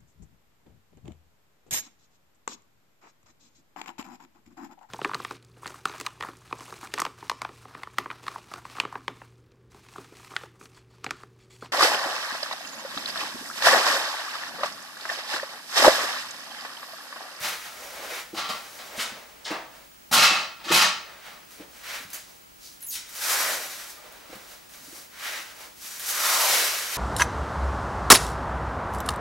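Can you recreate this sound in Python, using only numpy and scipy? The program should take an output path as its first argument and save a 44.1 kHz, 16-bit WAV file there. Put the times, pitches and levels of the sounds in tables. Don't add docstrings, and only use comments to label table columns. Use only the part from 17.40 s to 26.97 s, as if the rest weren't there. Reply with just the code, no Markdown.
import sys
import numpy as np
from scipy import signal
from scipy.fft import rfft, irfft, next_fast_len
from scipy.io import wavfile
from scipy.ndimage import uniform_filter1d, map_coordinates

SR = 44100
rng = np.random.default_rng(int(sys.argv[2]) if len(sys.argv) > 2 else 0)


def int16_out(signal):
    q = np.round(np.clip(np.atleast_2d(signal).T, -1, 1) * 32767)
    wavfile.write(sys.argv[1], SR, q.astype(np.int16))


N = 422037
TOP_HZ = 15870
WIPE_SHAPE = 1.81

# freq_hz, likeness
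ALIKE = [(60, 1), (250, 1), (500, 0.92), (750, 0.87), (1220, 0.72), (2000, 0.54), (3300, 0.54),
         (5500, 0.73), (9000, 0.67), (14000, 0.94)]
# peak_s, rustle_db, rise_s, fall_s,
# billow_db and sizzle_db (over rustle), tone_hz (at peak), sink_octaves_per_s, lift_db
WIPES = [(4.52, -36, 0.079, .11, -14, -6, 2050, 0.25, 2.3),
         (5.255, -60.5, 0.047, 0.11, -14, 12.5, 4450, .5, 6.3),
         (5.94, -32.5, .14, 0.15, -11, 6, 1180, 1.6, 7.2),
         (6.07, -33, 0.13, 0.19, -6.5, 2, 1740, 0.44, 4.3),
         (7.9, -35, 0.11, 0.16, -15, -4.5, 1780, .2, 3.7),
         (8.971, -28.5, 0.25, 0.24, -13, 4.5, 950, 2, 8.3),
         (9.17, -27, 0.23, .29, -14.5, .5, 550, 2.6, 2.1)]


def amp(db):
    return 10 ** (np.asarray(db) / 20)


def unit(x):
    return x / np.sqrt(np.mean(x ** 2) + 1e-20)


def along(points, hz):
    f, v = np.transpose(points)
    return np.interp(np.log(hz + 1), np.log(f), v)


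def curves(rows, t):
    s, *cols = np.transpose(rows)
    return [np.interp(t, s, c) for c in cols]


def filtered(x, response):
    n = x.shape[-1]
    m = next_fast_len(n + SR // 4)
    spectrum = rfft(x, m) * response(np.fft.rfftfreq(m, 1 / SR))
    return irfft(spectrum, m)[..., :n]


def add(track, s, sound):
    start = max(round(s * SR), 0)
    track[:, start:start + sound.shape[1]] += sound[:, :N - start]


def stereo(pair, alike):
    width = lambda hz: np.tan(np.arccos(np.clip(along(alike, hz), -.8, 1)) / 2)
    side = filtered(pair[1], width)
    return np.array([pair[0] + side, pair[0] - side])


def aisle(x, direct_db):
    # freq_hz, t60_s
    decay_times = [(150, 0.42), (500, 0.49), (1300, 0.52), (3000, 0.47), (6000, 0.44), (10000, 0.3),
                   (15000, 0.15)]
    hz, t, z = signal.stft(rng.standard_normal((2, SR // 2)), SR, nperseg=256)
    decay = amp(-60 * t / along(decay_times, hz)[:, None])
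    tail = signal.istft(z * decay, SR)[1]
    tail = stereo(tail / np.linalg.norm(tail[0]), ALIKE)
    tail[:, 0] += amp(direct_db)
    return signal.fftconvolve(x[None], tail / np.linalg.norm(tail[0]), axes=1)


def ticks(size, rate, spread_db):
    chance, strength = rng.random(size), rng.standard_normal(size)
    level = amp(spread_db * np.clip(strength, -2, 2))
    return (chance < rate / SR) * rng.choice([-1, 1], size) * level


def background():
    # freq_hz, relative_db
    floor_spectrum = [(12, -44), (20, -14), (54, -4.5), (76, -9.5), (92, -12), (185, -9), (289, -10.5),
                      (323, -10), (463, -16.5), (2990, -15.5), (3530, -17.5), (6150, -18), (14600, -21.5),
                      (15600, -14)]
    # freq_hz, likeness
    air_alike = [(60, 0.94), (130, 0.42), (290, -0.28), (640, -1), (1410, -0.47), (3100, -0.021),
                 (6800, 0.29), (15000, 1)]
    air_db, whine_db, whine_hz = -50.5, -59, 15625
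    noise = stereo(rng.standard_normal((2, N)), air_alike)
    air = filtered(noise, lambda hz: amp(along(floor_spectrum, hz)))
    whine = amp(whine_db) * np.sin(2 * np.pi * whine_hz * np.arange(N) / SR)
    return amp(air_db) * unit(air) + whine


def bumps():
    # start_s, level_db (nominal), pitch_hz
    blows = [(.01, -46, 151), (0.717, -37.5, 490), (0.932, -33, 334), (1.093, -43, 258),
             (1.579, -38.5, 226), (1.719, -42.5, 230), (2.108, -28, 316), (2.714, -34, 242),
             (2.911, -32, 331), (3.264, -38, 323), (3.304, -20.5, 340), (4.199, -36, 307.7),
             (4.604, -46.5, 272), (4.65, -47, 172), (6.894, -45, 303), (6.926, -37.5, 516),
             (6.954, -45, 200), (7.41, -52, 254), (7.477, -47, 285), (7.524, -46, 342), (7.99, -48, 322)]
    out, t = np.zeros((2, N)), np.arange(SR // 8) / SR
    attack_s, decay_s = 0.0048, 0.0078
    envelope = (1 - np.exp(-t / attack_s)) * np.exp(-t / decay_s)
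    for s, db, hz in blows:
        tone = np.sin(2 * np.pi * hz * t)
        tone += 0.34 * np.sin(2 * np.pi * hz * 0.666 * t)
        tone += 0.37 * np.sin(2 * np.pi * hz * 1.4 * t)
        add(out, s, amp(db + 10.5) * aisle(tone * envelope, direct_db=7))
    return out


def scuffs():
    # start_s, level_db (nominal), length_s (to 1/e), centre_hz, half_width_octaves (to 1/e)
    grinds = [(1.562, -33, 0.071, 4500, 1.8), (1.581, -26.5, 0.066, 1870, 1.4),
              (1.594, -29, .05, 5270, 1.2), (2.044, -31, 0.047, 4100, 0.81),
              (2.052, -32, 0.095, 1280, 1.76), (2.099, -28, 0.058, 830, 1.4),
              (2.102, -38, 0.022, 3000, 1.9)]
    out, t = np.zeros((2, N)), np.arange(SR // 5) / SR
    onset = 1 - np.exp(-t / 0.0054)
    for s, db, length, hz, octaves in grinds:
        band = lambda f: np.exp(-(np.log2((f + 1) / hz) / octaves) ** 2)
        grit = unit(filtered(ticks(len(t), rate=2900, spread_db=3.5), band))
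        spray = grit * onset * np.exp(-(t / length) ** 2)
        add(out, s, amp(db - 2.0) * aisle(spray, direct_db=1.5))
    return out


def scrapes():
    # start_s, length_s, pitch_hz, waver_hz (rms, nominal), level_db (dry tone)
    drags = [(.945, 0.22, 1145, 36, -37), (2.76, 0.11, 1378, 14, -25.5), (2.767, 0.23, 2650, 31, -24.5),
             (2.77, 0.099, 1230, 10, -39), (2.71, 0.083, 235, 18, -37), (3.315, 0.065, 182, 3, -32)]
    out = np.zeros((2, N))
    for s, length, hz, waver_hz, db in drags:
        t = np.arange(int(length * SR)) / SR
        waver = unit(uniform_filter1d(rng.standard_normal(SR // 2), size=200))[:len(t)]
        phase = 2 * np.pi * np.cumsum(hz + waver_hz * waver) / SR
        tone = np.sin(phase) * signal.windows.tukey(len(t))
        add(out, s, amp(db) * tone[None])
        add(out, s, amp(db - 7.0) * aisle(tone, direct_db=-22))
    return out


def ladder():
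    # start_s, level_db (nominal), body_db, treble_db, rattle_s (to 1/e)
    jolts = [(.033, -22.5, 3.5, -9, 0.024), (.25, -36, 5.5, -27, 0.024), (0.941, -34, 9, -1, 0.071),
             (.965, -21.5, -2, -10, 0.037), (1.04, -25, 1, -16, 0.018), (1.086, -21.5, 3.5, -5.5, 0.02),
             (1.385, -34, 6, -14, 0.03), (2.101, -29.5, -11, -16, 0.016), (2.712, -21, 6, 1, 0.02),
             (2.723, -9.5, -1, 3, 0.029), (2.76, -11.5, 1, -5, 0.07), (2.82, -8, -9, -6, 0.04),
             (2.886, -19.5, -1, -11, 0.099), (3.19, -40.5, 9.5, -18, 0.038), (3.237, -29, 0, -9, 0.05),
             (3.278, -19, -4, -14, 0.085), (3.312, -13, 4, -1, 0.039), (3.334, -10, -7, -2.5, 0.056),
             (3.41, -8, -2.5, -5.5, 0.02), (3.847, -45.5, 11, -30, 0.095)]
    # mode_hz, width_hz, relative_db
    tube_modes = [(546, 31, -9.5), (619, 17, -1.5), (760, 13, -8), (895, 18, -4.5), (956, 22, 0),
                  (1073, 16, 6), (1127, 20, 7.5), (1229, 15, 4), (1363, 12, 2), (1490, 18, -28),
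                  (1630, 18, -8), (1830, 360, -5), (2180, 56, -6.5), (2544, 14, 3), (2513, 46, -4),
                  (2750, 68, -5), (3045, 110, -4.5), (3910, 79, -9), (4150, 64, -17), (4020, 22, -6),
                  (4450, 23, -28), (4760, 68, -25), (5040, 130, -29)]
    # freq_hz, relative_db
    contact_spectrum = [(59, -60), (100, -19.5), (177, -10), (388, -15.5), (831, -1), (1010, -12.5),
                        (1350, 0), (1540, -6.5), (2610, -6), (4720, -2), (9100, -10), (11500, -9),
                        (15800, -18)]
    out, t = np.zeros((2, N)), np.arange(SR // 6) / SR
    onset = 1 - np.exp(-t / .005)
    for s, db, body_db, treble_db, length in jolts:
        rails = ticks((2, len(t)), rate=1800, spread_db=5.5) * onset * np.exp(-(t / length) ** 2)
        rails *= np.sqrt(length * SR) / (np.linalg.norm(rails) + 1e-9)
        tilt_points = [(700, body_db), (1800, 0), (4000, 0), (10000, treble_db)]
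        tilted = filtered(rails, lambda hz: amp(along(tilt_points, hz)))
        add(out, s, amp(db) * sum(aisle(rail, direct_db=-4) for rail in tilted))

    def ringing(f):
        return sum(amp(db) * 1j * f * w / (c * c - f * f + 1j * f * w) for c, w, db in tube_modes)

    contact_db, ring_db = 0.48, 5.5
    response = lambda f: amp(along(contact_spectrum, f)) * (amp(contact_db) + amp(ring_db) * ringing(f))
    return filtered(out, response)


def snaps():
    # start_s, level_db (nominal)
    cracks = [(2.114, -35), (4.108, -41), (4.702, -33), (4.732, -22.5), (4.744, -22), (5.406, -35),
              (5.427, -32), (5.691, -33), (5.752, -26), (6.499, -33), (6.674, -52), (6.722, -38),
              (6.953, -36), (7.294, -38), (8.595, -21.5)]
    out, t = np.zeros((2, N)), np.arange(SR // 20) / SR
    for s, db in cracks:
        crack = rng.standard_normal(len(t)) * np.exp(-t / 0.0045)
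        add(out, s, amp(db - 6.5) * aisle(crack, direct_db=-3.5))
    bright_points = [(400, -12), (1500, 1), (7000, 3.5), (15000, 5.5)]
    return filtered(out, lambda hz: amp(along(bright_points, hz)))


def chirps():
    # start_s, length_s, pitch_hz (mean, nominal), level_db (nominal)
    catches = [(4.729, .014, 6350, -35), (5.243, 0.049, 4400, -48), (5.25, .03, 5750, -47),
               (5.402, 0.027, 2140, -53), (6.485, .025, 1900, -49), (6.57, 0.028, 1215, -47)]
    pitch_waver = .03
    out = np.zeros((2, N))
    for s, length, hz, db in catches:
        n = int(length * SR)
        waver = unit(uniform_filter1d(rng.standard_normal(SR // 4), size=60))[:n]
        phase = 2 * np.pi * np.cumsum(hz * (1 + pitch_waver * waver)) / SR
        tone = np.sin(phase) * np.hanning(n)
        add(out, s, amp(db) * aisle(tone, direct_db=3))
    return out


def squeak():
    # time_s, slips_per_s (before jitter), level_db (nominal), roughness (0-1)
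    glide = [(5.414, 12200, -41, 0.13), (5.43, 11100, -27, 0.06), (5.463, 10200, -35, .09),
             (5.467, 7400, -39, 0.15), (5.481, 6750, -38, .1), (5.502, 6480, -31, 0.17),
             (5.511, 5200, -32, 0.7), (5.559, 2300, -32.5, .97), (5.604, 1300, -58, 1)]
    t = np.arange(glide[0][0], glide[-1][0], 1 / SR)
    rate, db, rough = curves(glide, t)
    jitter = .35 * rough * unit(uniform_filter1d(rng.standard_normal(len(t)), size=14))
    phase = 2 * np.pi * np.cumsum(rate * np.exp(jitter)) / SR
    overtones = sum(np.sin(k * phase) * (k * rate < TOP_HZ) / k ** 0.23 for k in range(2, 11))
    slips = unit(np.sin(phase) + (3.2 - 1.94 * rough) * overtones)
    grip = amp(2.2 * unit(uniform_filter1d(rng.standard_normal(len(t)), size=300)))
    rasp = 0.11 * rough * rng.standard_normal(len(t))
    out = np.zeros((2, N))
    add(out, t[0], aisle(amp(db - 1) * grip * (slips + rasp), direct_db=-2))
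    return out


def swell(t, peak_s, rise_s, fall_s, shape):
    return np.exp(-np.abs((t - peak_s) / np.where(t < peak_s, rise_s, fall_s)) ** shape)


def hollow(hz, t):
    rest_tone_hz, rest_lift_db = 1280, 2.5
    half_width_octaves = 0.66
    band = lambda centre: np.exp(-((np.log2(hz[:, None] + 1) - centre) / half_width_octaves) ** 2)
    lift, slack = 0, np.ones(len(t))
    for s, _, rise, fall, _, _, tone_hz, sink, lift_db in WIPES:
        taut = swell(t, s, rise, fall, WIPE_SHAPE)
        lift = lift + lift_db * taut * band(np.log2(tone_hz) - sink * (t - s))
        slack = slack * (1 - taut)
    return lift + rest_lift_db * slack * band(np.log2(rest_tone_hz))


def crinkle():
    # freq_hz, relative_db
    film_spectrum = [(88, -64), (150, -28), (280, -17.5), (522, -6.5), (849, -6.5), (918, -6), (1210, -4),
                     (1300, -1.5), (1580, -3), (2120, 0.5), (2530, -3.5), (5730, -3), (9700, -7),
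                     (12000, -4), (15800, -10.5)]
    flurries = amp(1.72 * unit(uniform_filter1d(rng.standard_normal(N), size=500)))
    spots = ticks((4, N), rate=350, spread_db=4.0) * flurries
    buckles = unit(sum(aisle(spot, direct_db=-11.0)[:, :N] for spot in spots))
    rubbing = unit(stereo(rng.standard_normal((2, N)), ALIKE))
    hz, frames, z = signal.stft(buckles + amp(-7) * rubbing, SR, nperseg=1024)
    colour_db = along(film_spectrum, hz)[:, None] + hollow(hz, frames)
    return signal.istft(z * amp(colour_db), SR)[1][:, :N]


def sheeting():
    # peak_s, rustle_db, rise_s, fall_s, billow_db and sizzle_db (over rustle)
    tucks = [(.055, -32.5, 0.12, 0.12, -13, -2.5), (.26, -42, 0.06, 0.099, -23, -3),
             (.45, -44.5, 0.12, 0.19, -1.5, 0), (.63, -42, 0.067, 0.11, 0.5, -5.5),
             (.78, -36.5, 0.17, 0.064, -11, -5.5), (1.18, -47.5, 0.26, 0.23, -6.5, -1),
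             (1.39, -47.5, 0.11, 0.17, -5.5, 1.5), (1.55, -43.5, 0.065, 0.3, -2, -7),
             (1.74, -51, .07, 0.023, -7, -21), (2.02, -58, 0.034, 0.038, -2.5, -8),
             (2.36, -53, 0.053, 0.1, -4, -6), (3.7, -49, 0.12, 0.18, -5, -15),
             (3.87, -46, 0.056, 0.13, -11, -8.5), (4.12, -53.5, 0.023, 0.084, -9, 4),
             (4.22, -51.5, 0.04, 0.056, 0, -18), (4.37, -52.5, 0.079, .08, -6.5, 0.5),
             (4.76, -44.5, 0.057, 0.052, -11, -2), (4.9, -59, .06, 0.092, -3, 5),
             (5.68, -61, .02, 0.087, -19, 8), (6.33, -45.5, 0.063, 0.086, -26, 5),
             (6.4, -42.5, 0.036, 0.081, -12, 2), (6.5, -50.5, 0.037, 0.07, -7, 7.5),
             (6.66, -51, 0.2, 0.45, -3, -6), (6.94, -46.5, 0.045, .07, -7, -6.5),
             (7.13, -51, 0.13, 0.1, -7, 1.5), (7.34, -52, 0.033, 0.073, -11.5, 3),
             (7.45, -55.5, 0.048, 0.059, -7, 8.5), (7.57, -50.5, 0.13, 0.1, -6.5, 6.5),
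             (8.23, -46.5, 0.095, 0.07, -6.5, -0.5), (8.46, -47.5, 0.066, 0.34, -13, 8),
             (8.71, -41, 0.052, 0.042, -10, 13), (9.55, -36, 0.081, 0.11, -10.5, 4)]
    tuck_shape = 1.22
    surge_db, surge_s = 0.45, .045
    film = crinkle()
    billow = filtered(film, lambda f: 1 / (1 + (f / 850) ** 6))
    sizzle = filtered(film, lambda f: 1 - 1 / (1 + (f / 4300) ** 4))
    rustle = film - billow - sizzle
    t = np.arange(0, N / SR, .002)
    power = np.zeros((3, len(t)))
    for moves, shape in (tucks, tuck_shape), (WIPES, WIPE_SHAPE):
        for s, db, rise, fall, billow_db, sizzle_db, *_ in moves:
            levels = amp([db, db + billow_db, db + sizzle_db])
            power += np.outer(levels, swell(t, s, rise, fall, shape)) ** 2
    surges = amp(surge_db * map_coordinates(rng.standard_normal(len(t)), [t / surge_s]))
    gains = [np.interp(np.arange(N) / SR, t, surges * np.sqrt(p)) for p in power]
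    return sum(gain * unit(layer) for gain, layer in zip(gains, (rustle, billow, sizzle)))


def scene():
    work = bumps() + scuffs() + scrapes() + ladder() + snaps() + chirps() + squeak() + sheeting()
    balance_db = [[.2], [-.2]]
    return work * amp(balance_db) + background()


def record(dry):
    return filtered(dry, lambda hz: hz < TOP_HZ)


dry = scene()
out = record(dry)
int16_out(out)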